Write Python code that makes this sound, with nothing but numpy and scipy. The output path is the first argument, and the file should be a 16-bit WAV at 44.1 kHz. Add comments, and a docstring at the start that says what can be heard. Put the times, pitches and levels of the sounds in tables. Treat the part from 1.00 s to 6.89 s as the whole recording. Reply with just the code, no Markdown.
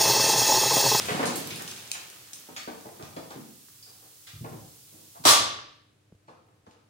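"""Air cannon aftermath in a large hall

A stereo pair of microphones hears the shot's echo die while glass and grit rain on the concrete.
Left of centre, the car door that was hit swings and knocks on its hanger. Air hisses from the cannon
until its valve slams shut with a short blast that sets the steel barrel ringing.
A few soft bumps follow close to the microphones, over an electrical hum."""
import sys
import numpy as np
from scipy import signal
from scipy.io import wavfile
from scipy.ndimage import uniform_filter1d

SR = 44100
rng = np.random.default_rng(int(sys.argv[2]) if len(sys.argv) > 2 else 0)


def unload_wav(signal):
    """Save mono or channel-first audio to the path in sys.argv[1] as 16-bit WAV at rate SR, clipped to [-1, 1]."""
    wavfile.write(
        sys.argv[1],
        SR,
        np.round(np.clip(np.atleast_2d(signal).T, -1, 1) * 32767).astype(np.int16),
    )


N = 259749
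TIME = np.arange(N) / SR


def from_db(db):
    return 10 ** (np.asarray(db) / 20)


def unit_rms(x):
    return x / np.sqrt(np.mean(x ** 2) + 1e-20)


def at_hz(curve, hz):
    """Reads a curve on a log-frequency axis."""
    frequencies, values = np.transpose(curve)
    return np.interp(np.log(hz), np.log(frequencies), values)


def band_pass(x, low_hz, high_hz):
    edges = [min(low_hz, .4 * SR), min(max(high_hz, 1.1 * low_hz), .47 * SR)]
    return signal.sosfilt(signal.butter(2, edges, "band", fs=SR, output="sos"), x + 1e-18)


# Balance of the microphone pair: (frequency [Hz], left minus right [dB])
MIC_BALANCE = [(100, 0), (500, 0.24), (1200, 2.5), (4000, -0.95), (8000, -1), (15000, -4)]
def mic_gains(hz):
    """Left and right gain at one frequency."""
    return from_db(at_hz(MIC_BALANCE, hz) * np.array([[.5], [-.5]]))


# Diffuse sound at the pair: (frequency [Hz], left-right correlation [-1..1])
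MIC_CORRELATION = [(60, .93), (130, 1), (270, 0.39), (450, 0.34), (1200, -0.049), (3000, 0.16),
                   (16000, -0.057)]
def diffuse_bands(size):
    """Noise arriving from all sides, in third octaves: (centre, share of the spectrum, stereo band)."""
    edges = 25 * 2 ** (np.arange(30) / 3)
    white = rng.standard_normal((2, 2, size + SR // 10))
    for k, (low, high) in enumerate(zip(edges, edges[1:])):
        mid, side = band_pass(white[k % 2], low, high)[:, -size:]
        hz = np.sqrt(low * high)
        alike = at_hz(MIC_CORRELATION, hz)
        pair = np.sqrt(1 + alike) * mid + np.sqrt(1 - alike) * side * [[1], [-1]]
        yield hz, (high - low) / (SR / 2), pair * mic_gains(hz)


def coloured(bands, spectrum):
    return unit_rms(sum(from_db(at_hz(spectrum, hz)) * band for hz, _, band in bands))


# Reverberation of the hall: (frequency [Hz], t60 [s])
HALL_T60 = [(60, 0.86), (120, 0.95), (250, 0.68), (500, 0.66), (1000, 0.59), (3000, 0.68), (5400, 0.56),
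            (7700, 0.37), (11000, 0.34), (16000, 0.16)]
def hall_response(build_s=.003):
    """Reflections thicken over the first milliseconds, then die, the treble first."""
    t, response = TIME[:SR], 0
    for hz, share, band in diffuse_bands(size=SR):
        tail = band * (1 - np.exp(-t / build_s)) * from_db(-60 * t / at_hz(HALL_T60, hz))
        response += unit_rms(tail) * np.sqrt(share / SR)
    return response


def in_hall(sources, hall):
    """Each source reverberates from a place of its own."""
    return sum(signal.oaconvolve(x[None, :N], response, axes=1)[:, :N]
               for x, response in zip(sources, hall))


# Still air all around the microphones: (frequency [Hz], relative density [dB])
STILL_AIR = [(25, -5), (60, -8.5), (110, 7), (200, -5), (400, -5.5), (800, -14.5), (2000, -16.5),
             (5000, -21.5), (9000, -23.5), (12000, -29), (16000, -35.5)]
# Electrical hum, dead centre: (frequency [Hz], rms level [dB])
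HUM_TONES = [(100, -72.5), (300.5, -76.5)]
def room_tone(bands, level_db=-66):
    """The quiet hall: still air and a steady electrical hum."""
    air = from_db(level_db) * np.roll(coloured(bands, STILL_AIR), 2 * SR, axis=1)
    hum = sum(np.sqrt(2) * from_db(db) * np.sin(2 * np.pi * hz * TIME) for hz, db in HUM_TONES)
    return air + hum


# The cannon's hiss, spread wide across the pair: (frequency [Hz], relative density [dB])
LEAK_SPECTRUM = [(300, -26), (1000, -6.5), (2000, -9), (3300, -2), (4200, -1), (5200, 0.5), (9000, 1),
                 (11000, -0.5), (12500, 1), (16000, -1.5)]
# Its course at the microphones: (time [s], level [dB])
LEAK_LEVEL = [(0, -47), (1.4, -52), (2.7, -52.5), (4.25, -52), (4.5, -85), (4.8, -110)]
def leak(bands):
    """Air escapes from the cannon until the valve shuts."""
    level_db = np.interp(TIME, *np.transpose(LEAK_LEVEL))
    return from_db(level_db) * np.roll(coloured(bands, LEAK_SPECTRUM), SR, axis=1)


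# The shot coming back from all over the hall: (frequency [Hz], relative density [dB])
ECHO_SPECTRUM = [(40, -52), (90, 2.5), (250, 0.5), (600, -0.5), (1300, -3.5), (3200, 0.5), (6000, -5),
                 (10000, -6.5), (16000, -32)]
def shot_echo(bands, start_db=-34.5, t60_s=3.6):
    """The shot's reflections have merged into noise that dies away."""
    return from_db(start_db - 60 * TIME / t60_s) * coloured(bands, ECHO_SPECTRUM)


# Bumps close to the microphones: (time [s], peak level [dB], pitch [Hz], t60 [s])
CLOSE_BUMPS = [(5.123, -42, 171, .05), (5.148, -50.5, 100, 0.1), (5.675, -45.5, 228.5, 0.083),
               (5.684, -51, 110, .06)]
def bumps(click_top_hz=479):
    """A soft click and a few dying bass cycles, dry and alike on both sides."""
    clicks, thuds = np.zeros((2, N))
    age = TIME[:SR // 8]
    for s, peak_db, hz, t60 in CLOSE_BUMPS:
        start = round(s * SR)
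        thud = from_db(peak_db - 60 * age / t60) * np.sin(2 * np.pi * hz * age)
        thuds[start:start + len(age)] += thud
        clicks[start] = from_db(peak_db + 32)
    return thuds + band_pass(clicks, click_top_hz / 2, click_top_hz)


# Grit on the concrete to both sides: (octave centre [Hz], gain [dB])
GRIT_OCTAVES = [(350, -1), (700, -1), (1400, 3), (2800, -0.5), (5600, -0.5), (11200, -7)]
def grit(hall, thinning_s=.73, size_spread_db=5, colour_spread_db=6, direct_db=-1):
    """Glass crumbs land ever more sparsely and softly, each a tick of its own size, colour and side."""
    per_s = 40 + 1300 * np.exp(-TIME / thinning_s)
    level_db = np.maximum(-42.5 - 9 * TIME, -82.5)
    landings = np.flatnonzero(rng.random(N) < per_s / SR)
    sizes = unit_rms(from_db(size_spread_db * np.minimum(rng.exponential(1, len(landings)), 3)))
    sizes *= rng.choice([-1, 1], len(landings))
    sizes *= np.sqrt(SR / per_s[landings]) * from_db(level_db[landings])
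    ticks = 0
    for hz, gain_db in GRIT_OCTAVES:
        colour = unit_rms(from_db(colour_spread_db * rng.standard_normal((2, len(landings)))))
        clicks = np.zeros((2, N))
        clicks[:, landings] = sizes * colour
        ticks += from_db(gain_db) * band_pass(clicks, hz / np.sqrt(2), hz * np.sqrt(2))
    return from_db(direct_db) * ticks + in_hall(ticks, hall) / np.sqrt(2)


def rattle(hz, fade_s, octaves, uneven_db):
    """A run of uneven contacts that builds up quickly and fades, heard in a band around hz."""
    t = TIME[:SR // 3]
    push, size = rng.standard_normal((2, len(t)))
    swell = (1 - np.exp(-t / (.2 * fade_s))) * np.exp(-t / fade_s)
    edge = 2 ** (octaves / 2)
    return band_pass(push * from_db(uneven_db * size) * swell, hz / edge, hz * edge)


def resonate(contacts, modes):
    """Adds the ringing of a body to the contacts that strike it."""
    ring = 0
    for hz, width_hz, gain_db in modes:
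        radius = np.exp(-np.pi * width_hz / SR)
        poles = [1, -2 * radius * np.cos(2 * np.pi * hz / SR), radius ** 2]
        ring += from_db(gain_db) * (1 - radius ** 2) / 2 * signal.lfilter([1, 0, -1], poles, contacts)
    return contacts + ring


def impacts(hits, hall, lag_s=.0004):
    """Hits (time, energy, direct gain, sound) reach the left microphone first and excite the hall."""
    direct, sent = np.zeros((2, N + SR)), np.zeros((len(hall), N + SR))
    for k, (s, energy_db, direct_db, sound) in enumerate(hits):
        hit = sound * from_db(energy_db) * np.sqrt(SR / np.sum(sound ** 2))
        left = round(s * SR)
        right = left + round(lag_s * rng.uniform(.5, 1.5) * SR)
        direct[0, left:left + len(hit)] += from_db(direct_db) * hit
        direct[1, right:right + len(hit)] += from_db(direct_db) * hit
        sent[k % len(hall), left:left + len(hit)] += hit
    return direct[:, :N] + in_hall(sent, hall)


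def tumble(count=10, start_s=.31, end_s=.62, start_db=-57.5, fade_db_per_s=22, direct_db=-2):
    """Small chunks thud on the floor at uneven intervals, ever more softly."""
    jitter, octave = rng.uniform(-.493, .5, (count, 2)).T
    ages = (np.arange(count) + .5 + jitter) / count * (end_s - start_s)
    thuds = [rattle(hz, fade_s=.0066, octaves=2, uneven_db=5.5) for hz in 261 * 2 ** octave]
    return [(start_s + age, start_db - fade_db_per_s * age, direct_db, thud)
            for age, thud in zip(ages, thuds)]


# Shards landing left of centre: (time [s], energy [dB], pitch [Hz], fade [s], direct gain [dB])
SHARD_LANDINGS = [(0.055, -57, 8550, .0036, -4), (.2538, -45.5, 5400, .0057, -8),
                  (0.3558, -48.5, 8340, 0.0036, -5.5), (0.4732, -58, 8300, .0008, -1.5),
                  (0.504, -53, 3000, .0065, -4), (.557, -57, 7400, 0.003, -5),
                  (.6215, -61.5, 8460, 0.00072, 0), (0.6759, -54.5, 4860, 0.0041, -5),
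                  (.712, -62, 5230, 0.0038, 2), (.76, -59.5, 4080, 0.0044, -8),
                  (0.9155, -49.5, 5540, 0.0012, 1), (0.9377, -56.5, 4520, 0.0013, -8),
                  (1.099, -71.5, 7200, .003, 3), (1.3324, -57.5, 6060, 0.0019, -2),
                  (2.825, -69.5, 5000, 0.0086, -7)]
# Resonances of the glass: (frequency [Hz], width [Hz], gain [dB])
GLASS_MODES = [(2480, 350, -1), (6400, 360, -18.5), (9250, 310, -4)]
def shards():
    """Glass strikes concrete in short, bright ticks."""
    return [(s, db, direct_db, resonate(rattle(hz, fade_s, octaves=1.54, uneven_db=9.5), GLASS_MODES))
            for s, db, hz, fade_s, direct_db in SHARD_LANDINGS]


# The door and big pieces, left of centre: (time [s], energy [dB], pitch [Hz], fade [s])
DOOR_KNOCKS = [(.082, -42, 880, 0.022), (.145, -47.5, 480, 0.0076), (.19, -41, 520, 0.022),
               (.228, -41, 676, 0.017), (.597, -58, 800, 0.018), (.948, -57.5, 1100, .01),
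               (1.486, -60.5, 374, 0.014), (1.674, -51, 375, 0.016), (1.852, -56.5, 310, 0.02),
               (1.992, -57.5, 425, 0.033), (2.163, -52, 390, 0.017), (2.303, -58, 520, 0.023),
               (2.86, -72, 580, .03), (3.019, -72.5, 550, 0.038), (3.441, -54, 433, 0.017),
               (3.517, -59.5, 330, 0.027), (3.92, -68.5, 228, 0.064), (5.28, -63.5, 460, 0.018),
               (5.475, -80.5, 520, 0.036), (5.665, -69, 430, 0.0096), (5.745, -77, 480, 0.021)]
# Resonances of the door: (frequency [Hz], width [Hz], gain [dB])
DOOR_MODES = [(172, 25, 2), (309, 25, 0), (450, 25, 2.5), (515.3, 18, -6.5), (745, 35, -2.5)]
def door_knocks(direct_db=-2):
    """Dull knocks ring in the swinging door."""
    return [(s, db, direct_db, resonate(rattle(hz, fade_s, octaves=2.55, uneven_db=5.5), DOOR_MODES))
            for s, db, hz, fade_s in DOOR_KNOCKS]


# The door's panel, from the same side: (time [s], energy [dB], pitch [Hz], fade [s])
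PANEL_BOOMS = [(.104, -48.5, 167, .012), (.265, -49.5, 215, .03), (2.018, -61.5, 130, 0.018),
               (2.35, -55.5, 235, 0.027), (3.328, -57, 115, 0.032), (3.405, -53, 145, 0.026),
               (3.495, -59.5, 140, 0.024)]
def door_booms(direct_db=-2.5):
    """The sheet metal flexes and booms."""
    return [(s, db, direct_db, rattle(hz, fade_s, octaves=.9, uneven_db=3.5))
            for s, db, hz, fade_s in PANEL_BOOMS]


# The door's fittings, more hall than direct sound: (time [s], energy [dB], fade [s])
FITTING_CLANKS = [(1.563, -50, .009), (2.025, -61, 0.0046), (2.163, -61.5, 0.0061), (2.305, -63.5, 0.0038),
                  (3.268, -59.5, 0.012), (5.273, -77, 0.021), (5.66, -79, .02), (5.71, -77, 0.0016)]
# Resonances of the fittings: (frequency [Hz], width [Hz], gain [dB])
FITTING_MODES = [(530, 64, 23), (1210, 38, 17), (2310, 46, 0), (3360, 55, 0), (3600, 90, -3), (4420, 48, 6)]
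def door_clanks(hz=2990, direct_db=-6):
    """Loose metal fittings rattle and ring."""
    return [(s, db, direct_db, resonate(rattle(hz, fade_s, octaves=2.1, uneven_db=6.5), FITTING_MODES))
            for s, db, fade_s in FITTING_CLANKS]


def hanger_squeak(at_s=2.825, energy_db=-64.5, direct_db=-6):
    """The hanger gives one short, narrow-band squeak."""
    return [(at_s, energy_db, direct_db, rattle(hz=4820, fade_s=.007, octaves=.17, uneven_db=4))]


# Inside the valve, more direct sound than hall: (time [s], energy [dB], pitch [Hz], fade [s])
PISTON_CONTACTS = [(4.146, -67.5, 806, 0.047), (4.191, -68, 157, .04), (4.252, -43, 740, 0.0057),
                   (4.253, -48.5, 350, .009), (4.587, -65, 1380, .006)]
def piston(direct_db=3.5):
    """The valve's piston slides, strikes its seat and settles."""
    return [(s, db, direct_db, rattle(hz, fade_s, octaves=.9, uneven_db=4))
            for s, db, hz, fade_s in PISTON_CONTACTS]


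# The steel barrel, dry at the microphones: (frequency [Hz], level [dB], t60 before the cap [s])
BARREL_MODES = [(1117, -21.5, .55), (1156, -16, 0.59), (1194, -23, .45), (3295, -24.5, .45),
                (3420, -26, 0.62), (3515, -30, .6), (3702, -28, 0.37), (4042, -28.5, 0.33),
                (4450, -24, .45), (5249, -30.5, 0.72), (5567, -25.5, .38), (5530, -26, 0.33),
                (6164, -30, .35), (6715, -26.5, .33), (7745, -26, 0.33), (8184, -27.5, .27),
                (8698, -28.5, .28), (8899, -28.5, .3), (9718, -29.5, .28), (10053, -33, .27)]
def barrel_ring(flow, span, t60_cap_s=.62, mic_phase_rad=1.6):
    """The power of the air flow drives the barrel's modes, which ring on."""
    drive = flow[span] ** 2 / np.sum(flow ** 2)
    ring = np.zeros((2, N))
    for hz, level_db, t60 in BARREL_MODES:
        decay = from_db(-60 / (min(t60, t60_cap_s) * SR))
        swing = from_db(level_db) * signal.lfilter([1], [1, -decay], drive + 1e-18)
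        phase = rng.uniform(0, 2 * np.pi) + np.array([[0], [mic_phase_rad]])
        ring[:, span] += mic_gains(hz) * swing * np.sin(2 * np.pi * hz * TIME[span] + phase)
    return ring


# The valve's gust, out in the hall: (frequency [Hz], relative density [dB])
BLAST_SPECTRUM = [(35, -36.5), (65, -21.5), (100, -6.5), (180, -15), (330, -6.5), (560, -1.5), (780, -3),
                  (1100, 4), (1550, -3), (2600, -5.5), (3400, 1.5), (5400, 0), (8200, -2.5), (11000, -8.5),
                  (16000, -20.5)]
def valve_blast(bands, hall, spit_s=4.239, gust_s=4.252, peak_s=4.28, width_s=.05, direct_db=-2.5):
    """The valve shuts: a spit of air, then a crackling gust that rings the barrel."""
    span = (TIME > spit_s) & (TIME < spit_s + 1)   # the ring is gone within a second
    swell = np.exp(-((TIME - peak_s) / width_s) ** 2)
    flow = span * np.where(TIME < gust_s, from_db(-25), swell)
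    crackle_db = 1.5 * unit_rms(uniform_filter1d(rng.standard_normal(N), size=24))
    turbulence = coloured(bands, BLAST_SPECTRUM)
    turbulence = np.vstack([turbulence, turbulence[:, ::-1]])   # separate noise for each place
    gust = from_db(-12) * flow * unit_rms(from_db(crackle_db)) * turbulence
    reflections = in_hall(gust, hall) / np.sqrt(len(hall))
    return from_db(direct_db) * gust[:2] + reflections + barrel_ring(flow, span)


def scene():
    bands = list(diffuse_bands(size=N))
    hall = [hall_response() for place in range(3)]
    air = room_tone(bands) + leak(bands) + shot_echo(bands)
    blast = valve_blast(bands, hall)
    door = door_knocks() + door_booms() + door_clanks() + hanger_squeak()
    hits = impacts(door + shards() + piston() + tumble(), hall)
    return air + bumps() + grit(hall) + hits + blast


def record(dry, low_hz=48, top_hz=15900):
    """The microphones lose the deep bass, peaks stop at full scale, the top is cut."""
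    low_cut = signal.butter(2, low_hz, "high", fs=SR, output="sos")
    top_cut = signal.ellip(10, .1, 80, top_hz, fs=SR, output="sos")
    return signal.sosfilt(top_cut, np.clip(signal.sosfilt(low_cut, dry), -1, 1))


dry = scene()
out = record(dry)
unload_wav(out)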